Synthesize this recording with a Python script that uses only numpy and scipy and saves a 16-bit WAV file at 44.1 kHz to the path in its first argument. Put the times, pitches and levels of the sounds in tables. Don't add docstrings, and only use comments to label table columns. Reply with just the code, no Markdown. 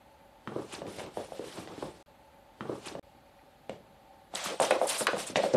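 import sys
import numpy as np
from scipy import signal
from scipy.fft import rfft, irfft, next_fast_len
from scipy.io import wavfile
from scipy.ndimage import uniform_filter1d, map_coordinates

SR = 44100
rng = np.random.default_rng(int(sys.argv[2]) if len(sys.argv) > 2 else 0)


def boost(x):
    u = np.asarray(x, float) / 20
    return 10 ** u


def to_wav(sig):
    pcm = np.clip(np.atleast_2d(sig), -1, 1) * 32767
    pcm = np.round(pcm).astype(np.int16)
    wavfile.write(sys.argv[1], SR, pcm.T)


N = 245592
LAST_SHOT = 4.3


def unit(x):
    return x / np.sqrt(np.mean(x ** 2) + 1e-20)


def crest(x):
    return x / abs(x).max()


def along(points, hz):
    f, value = np.transpose(points)
    return np.interp(np.log(hz + 1), np.log(f + 1), value)


def filtered(x, response):
    size = next_fast_len(len(x) + 8192)
    return irfft(rfft(x, size) * response(np.fft.rfftfreq(size, 1 / SR)), size)[:len(x)]


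def resonance(f, hz, width_hz):
    return 1j * f * width_hz / (hz * hz - f * f + 1j * f * width_hz)


def wobble(rate):
    return map_coordinates(rng.standard_normal(N // 20), [np.arange(N) * rate / SR])


def patchy(patchy_db):
    z = signal.stft(rng.standard_normal(N + 256), nperseg=256)[2]
    field = uniform_filter1d(rng.standard_normal(z.shape), size=8, axis=0)
    field = uniform_filter1d(field, size=6, axis=1)
    return signal.istft(z * boost(patchy_db * unit(field)), nperseg=256)[1][:N]


# start in seconds, peak level in dB,
# knock pitch in Hz, tick level in dB, thud level in dB (tick and thud against the knock).
FAR_KNOCKS = [(0.4741, -26, 1200, -2.5, -5), (0.5616, -21.5, 435, -38, -12), (0.7399, -33.5, 890, 3.5, -28),
              (0.818, -28.5, 560, -10, -12), (0.8666, -37, 382, 2, -13), (0.8757, -34, 374, -38, -2.5),
              (0.985, -31.5, 630, -3, -6.5), (0.9961, -33, 650, 4.5, -14), (1.0039, -28, 720, -4, -25),
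              (1.0632, -42, 477, 7.5, -7), (1.1713, -22, 574, -17, -17), (1.2092, -35, 510, -7, -11),
              (1.3208, -28.5, 586, -30, -18), (1.3939, -26.5, 437, -22, -10.5),
              (1.4411, -36, 460, -13, -31), (1.5776, -50, 384, -20, 3), (1.5841, -36.5, 240, -7, -0.5),
              (1.6741, -37.5, 594, 3.5, -7), (1.7783, -33, 340, -9, -5.5), (1.8248, -26.5, 815, -23, -15),
              (1.8274, -28, 442, -16, -11), (3.6948, -25.5, 564, -3.5, -10)]
NEAR_KNOCKS = [(4.3381, -30, 710, -20, -8), (4.4597, -24.5, 1180, -6, -8), (4.5169, -37, 610, 2, -20),
               (4.5994, -12.5, 720, -7, -18.5), (4.612, -14.5, 624, -12, -15.5), (4.708, -10, 645, -2, -24),
               (4.8145, -13.5, 630, -18.5, -27), (5.0087, -25, 1380, 2, -3.5),
               (5.0689, -11.5, 1400, 2, -42), (5.0706, -16, 1180, -33, -23),
               (5.1323, -19.5, 610, -20, -9.5), (5.168, -26, 834, -9, -11), (5.299, -42, 607, -8, 13),
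               (5.3576, -15.5, 750, 5, -8), (5.4391, -15, 560, -24, -16), (5.5376, -16, 490, -27.5, -6),
               (5.5458, -14.5, 544, -25, -0.5)]


def knocks():
    out = np.zeros(N + SR)
    t = np.arange(SR // 10) / SR
    blow = np.hanning(11)
    blow = np.pad(blow, (0, len(t) - len(blow)))
    thud = crest(filtered(boost(-60 * t / 0.0033), boards))
    for start, db, hz, tick_db, thud_db in FAR_KNOCKS + NEAR_KNOCKS:
        near = start > LAST_SHOT
        knock = crest(filtered(blow, lambda f: resonance(f, hz, 0.83 * hz) ** 3))
        scratch = rng.standard_normal(len(t)) * boost(-60 * t / 0.021)
        tick = crest(filtered(blow + 1.17 * scratch, lambda f: resonance(f, 2430, 3160) ** 3))
        hit = knock + boost(tick_db - 3) * tick + boost(thud_db) * thud
        tail = signal.fftconvolve(hit, walls())
        room_db = -4 if near else -6
        wet = boost(room_db) * filtered(tail, lambda f: hollow(f, near))
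        first = round(start * SR)
        out[first:][:len(t)] += boost(db) * hit
        out[first:][:len(wet)] += boost(db) * wet
    return filtered(out[:N], lambda f: 1 / (1 + 1j * f / 11000) ** 4)


# pitch in Hz, width in Hz, level in dB.
BOARD_MODES = [(70, 28.4, -0.5), (119, 223, 1.5), (201.8, 28.8, 9.5), (305, 95, -1.5), (570, 23, -15.5)]


def boards(f):
    modes = enumerate(BOARD_MODES)
    return sum((-1) ** k * boost(db) * resonance(f, hz, width) for k, (hz, width, db) in modes)


# frequency in Hz, time to fall 60 dB in seconds.
ROOM_DECAY = [(60, 0.91), (500, 0.25), (2000, 0.28), (10000, 0.2)]


def walls():
    hz, t, z = signal.stft(rng.standard_normal(SR // 2), SR, nperseg=128)
    fade = boost(-60 * t / along(ROOM_DECAY, hz)[:, None])
    tail = signal.istft(z * fade, SR, nperseg=128)[1]
    tail = tail * (1 - np.exp(-np.arange(len(tail)) / SR / 0.0016))
    return tail / np.linalg.norm(tail)


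# pitch in Hz, width in Hz,
# boost in dB with the microphone far, boost in dB with it near.
FLOOR_HOLLOW = (533, 78, 0.4, 4.9)


def hollow(f, near):
    hz, width_hz, far_db, near_db = FLOOR_HOLLOW
    return 1 + boost(near_db if near else far_db) * resonance(f, hz, width_hz)


# start in seconds, peak level in dB, centre in Hz, length in seconds.
CLAW_SNAGS = [(0.724, -33, 8200, 0.0053), (0.731, -33.5, 8000, 0.015), (1.136, -52, 8800, 0.011),
              (3.694, -44, 7760, 0.0054), (4.35, -21, 8000, 0.0069), (4.439, -22.5, 6600, 0.0065),
              (4.5996, -22.5, 8250, 0.014), (4.617, -20.5, 8200, 0.013), (4.648, -25, 5900, 0.009),
              (4.705, -24, 9200, 0.0093), (4.869, -22.5, 9200, 0.017), (4.889, -18, 8600, 0.018),
              (4.979, -21, 9300, 0.045), (5.068, -20, 9100, 0.0054), (5.266, -27.5, 8300, 0.027),
              (5.302, -34, 5460, 0.0091), (5.365, -28, 5900, 0.013), (5.532, -31.5, 5650, 0.017)]
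# start in seconds, peak level in dB, centre in Hz, length in seconds.
PAW_SCUFFS = [
    (0.7235, -31.5, 2730, 0.011),
    (0.7484, -30, 4200, 0.007),
    (3.388, -50, 2090, 0.013),
    (4.355, -13.5, 3980, 0.0036),
    (4.895, -23, 3370, 0.028),
    (5.011, -23, 492, 0.021),
    (5.367, -13, 570, 0.052),
    (5.431, -13.5, 570, 0.023),
    (5.4523, -14, 537, 0.022),
    (5.5471, -10.5, 553, 0.02),
]


def snags():
    out = np.zeros(N + SR)
    t = np.arange(SR // 10) / SR
    for start, db, hz, length in CLAW_SNAGS + PAW_SCUFFS:
        noise = rng.standard_normal(len(t))
        rip = unit(filtered(noise, lambda f: resonance(f, hz, .55 * hz) ** 3))
        u = t / length
        swell = u ** 0.78 * np.exp(-2.2 * u * u - u)
        out[round(start * SR):][:len(t)] += boost(db + 0.5) * rip * swell
    return filtered(out[:N], lambda f: 1 / (1 + (f / 11500) ** 10))


def fibres(spectrum, rate, grain_db, patchy_db):
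    chance = rng.random(N)
    size = np.clip(rng.standard_normal(N), -3, 3)
    grains = (chance < rate / SR) * size * abs(size)
    rough = patchy(patchy_db) + boost(grain_db) * unit(grains)
    return unit(filtered(rough, lambda hz: boost(along(spectrum, hz))))


def strokes(rows, narrow=1):
    now, power = np.arange(N) / SR, np.zeros(N)
    for peak, db, rise, fall in rows:
        around = slice(max(round((peak - .3) * SR), 0), round((peak + .3) * SR))
        away = now[around] - peak
        u = np.where(away < 0, -away / rise, away / fall)
        power[around] += boost(db - narrow * 10 * u ** 1.47) ** 2
    return np.sqrt(power)


# frequency in Hz, level in dB per Hz.
DRAG_COLOUR = [(40, -60), (60, -10), (120, -1), (240, -3.5), (330, 4.5), (700, -7), (1200, -11),
               (1800, -25), (3500, -55)]
# frequency in Hz, level in dB per Hz.
BRUSH_COLOUR = [(250, -70), (600, 2), (900, -2), (1900, -5), (3500, -4), (6700, -13.5), (8500, -14),
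                (11000, -52)]
# frequency in Hz, level in dB per Hz.
RAKE_COLOUR = [(3240, -12), (5500, -7.5), (6780, -12.5), (8390, -7), (9550, -5.5), (12100, -16.5),
               (13100, -21.5), (14700, -29), (15600, -46)]
# peak time in seconds, level in dB, rise in seconds, fall in seconds.
RUG_SHOVES = [(.515, -40.5, 0.038, 0.076), (.585, -33, 0.066, 0.057), (.77, -38.5, 0.031, 0.049),
              (.86, -34.5, 0.042, 0.06), (.93, -46, .04, 0.083), (1.055, -39, 0.088, 0.066),
              (1.2, -34.5, 0.028, 0.037), (1.29, -51, .06, 0.1), (1.45, -42, 0.049, 0.05),
              (1.585, -33, 0.027, 0.045), (1.73, -41.5, 0.093, 0.061), (1.88, -38.5, 0.096, 0.033),
              (1.97, -57, .06, 0.085), (3.74, -49, 0.031, 0.028), (4.345, -41, 0.019, .035),
              (4.41, -49, .04, 0.092), (4.53, -32, 0.06, 0.023), (4.64, -25, 0.025, 0.033),
              (4.755, -25.5, 0.064, 0.021), (4.855, -25, 0.044, 0.018), (4.95, -38, 0.03, 0.038),
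              (5.02, -31.5, 0.017, 0.025), (5.085, -24.5, 0.014, 0.032), (5.175, -34.5, 0.09, 0.033),
              (5.28, -50, .04, .06), (5.395, -34, .02, .025), (5.46, -46, .04, .07),
              (5.565, -21, 0.02, .04)]
# peak time in seconds, level in dB,
# rise in seconds, fall in seconds, claws over pile in dB.
FAR_SWEEPS = [(.475, -61, 0.0067, 0.034, -14), (.62, -57.5, 0.14, 0.21, -7),
              (.74, -46.5, 0.053, 0.071, -8.5), (.89, -52, .03, 0.054, -10.5),
              (.945, -56, 0.067, 0.046, 1.5), (.995, -48, 0.053, 0.081, -6.5),
              (1.2, -53.5, 0.076, 0.12, -2.5), (1.36, -56.5, .09, 0.14, -3.5), (1.47, -54, 0.047, 0.12, -3),
              (1.58, -51, 0.18, 0.097, -3.5), (1.72, -58.5, 0.15, 0.094, -8), (1.84, -53, 0.13, 0.093, -5),
              (1.97, -63, 0.1, 0.18, -6.5), (3.71, -59.5, 0.014, .065, -18)]
NEAR_SWEEPS = [(4.368, -37.5, 0.022, .05, -6), (4.455, -37, 0.059, 0.092, -6),
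               (4.629, -33.5, 0.02, .055, -5), (4.725, -42, 0.078, 0.066, -9.5),
               (4.85, -50, 0.095, .04, 1.5), (4.905, -34, 0.032, 0.058, -1.5),
               (4.955, -39.5, 0.035, .035, -11), (5.014, -41, 0.1, 0.043, 3.5),
               (5.12, -45.5, 0.061, 0.039, -9), (5.205, -38.5, 0.045, 0.05, -2),
               (5.28, -43.5, 0.022, 0.051, -3), (5.368, -35, 0.013, 0.029, -14),
               (5.44, -40, .05, 0.085, -11), (5.545, -41.5, 0.015, 0.022, -15)]


def rug():
    drag = fibres(DRAG_COLOUR, 340, grain_db=-15, patchy_db=3) * boost(0.85 * wobble(30))
    brush = fibres(BRUSH_COLOUR, 1200, grain_db=-11, patchy_db=1.5) * boost(wobble(70))
    rake = fibres(RAKE_COLOUR, 2200, grain_db=-1.5, patchy_db=4.5) * boost(wobble(82))
    now = np.arange(N) / SR
    near_drag = unit(filtered(drag, lambda f: hollow(f, True) * (1j * f / (330 + 1j * f)) ** 3))
    drag = np.where(now < LAST_SHOT, drag, near_drag)
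    sweeps = np.array(FAR_SWEEPS + NEAR_SWEEPS)
    pile = sweeps[:, :4]
    clawed = pile + np.outer(sweeps[:, 4], [0, 1, 0, 0])
    out = boost(-5) * drag * strokes(RUG_SHOVES)
    out += boost(-.3) * brush * strokes(pile)
    out += boost(-1) * rake * strokes(clawed, narrow=1.41)
    return out * ((now < SHOT_GAPS[0][0]) | (now > SHOT_GAPS[1][1]))


# start in seconds, peak level in dB, pitch in Hz,
# time to fall 60 dB in seconds.
WEIGHT_DROP = (1.82, -50, 56, .5)


def body():
    start, db, hz, t60 = WEIGHT_DROP
    t = np.clip(np.arange(N) / SR - start, 0, None)
    return boost(db - 60 * t / t60) * (1 - np.exp(-t / .03)) * np.sin(2 * np.pi * hz * t)


# frequency in Hz, level in dB per Hz.
HUSH_COLOUR = [(20, -42), (44, -2), (122, -8.5), (250, -7.5), (390, -12), (700, -10.5), (900, -13.5),
               (1150, -15.5), (2000, -19.5), (4500, -25.5), (6000, -39.5), (9000, -47)]
# frequency in Hz, level in dB per Hz.
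HISS_COLOUR = [(2000, -60), (4000, -23), (6000, -2), (8200, -2.5), (9000, -5), (10200, -3), (10700, 0),
               (13300, -2.5), (14000, -6), (15700, -17)]
# pitch in Hz, width in Hz, rms level in dB.
DRONES = [(558, 52, -65.5), (650, 46, -84), (785.4, 75, -65), (874, 58, -67)]


def room_tone():
    out = boost(-61.5) * unit(filtered(patchy(1.0), lambda hz: boost(along(HUSH_COLOUR, hz))))
    out = out + boost(-78) * unit(filtered(patchy(1.5), lambda hz: boost(along(HISS_COLOUR, hz))))
    for hz, width_hz, db in DRONES:
        drone = filtered(rng.standard_normal(N), lambda f: resonance(f, hz, width_hz) ** 2)
        out = out + boost(db) * unit(drone * boost(3 * wobble(6)))
    return out


def scene():
    action = filtered(knocks() + snags() + rug(), lambda f: (1j * f / (45 + 1j * f)) ** 3)
    thin = filtered(action, lambda f: (1j * f / (140 + 1j * f)) ** 2)
    action = np.where(np.arange(N) < LAST_SHOT * SR, action, thin)
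    mono = action + body() + room_tone()
    return np.array([mono, mono])


def coarse(x, contrast):
    hz, _, z = signal.stft(x, SR, nperseg=1024)
    local = np.sqrt(abs(uniform_filter1d(abs(z) ** 2, size=16, axis=0))) + 1e-12
    share = contrast * np.clip((hz[:, None] - 3000) / 4000, 0, 1)
    return signal.istft(z * (abs(z) / local) ** share, SR, nperseg=1024)[1][:N]


def low_pass(x):
    return signal.sosfilt(signal.butter(12, 15700, fs=SR, output="sos"), x)


# start in seconds, end in seconds.
SHOT_GAPS = [
    (2.028, 2.060),
    (2.996, 3.028),
]
# frequency in Hz, side over mid in dB.
SIDE_LEVEL = [(60, -59), (110, -60), (200, -63), (380, -51), (700, -58), (1290, -52), (2380, -39),
              (4400, -23), (8120, -16.5), (15000, -3.5)]


def record(dry):
    mid = dry[0] / (1 + abs(dry[0] / .3) ** 4) ** (1 / 4)
    mid = filtered(coarse(mid, contrast=0.52), lambda hz: hz < 15720)
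    replay_lag, replay_end = 94095, 133000
    mid[replay_lag:replay_end] = mid[:replay_end - replay_lag]
    for start, end in SHOT_GAPS:
        mid[round(start * SR):round(end * SR)] *= boost(-41.5)
    hz, _, z = signal.stft(mid, SR, nperseg=256)
    random_phase = np.exp(2j * np.pi * rng.random(z.shape))
    turned = z * random_phase * boost(along(SIDE_LEVEL, hz) + 4)[:, None]
    side = signal.istft(turned, SR, nperseg=256)[1][:N]
    return low_pass(np.array([mid + side, mid - side]))


dry = scene()
out = record(dry)
to_wav(out)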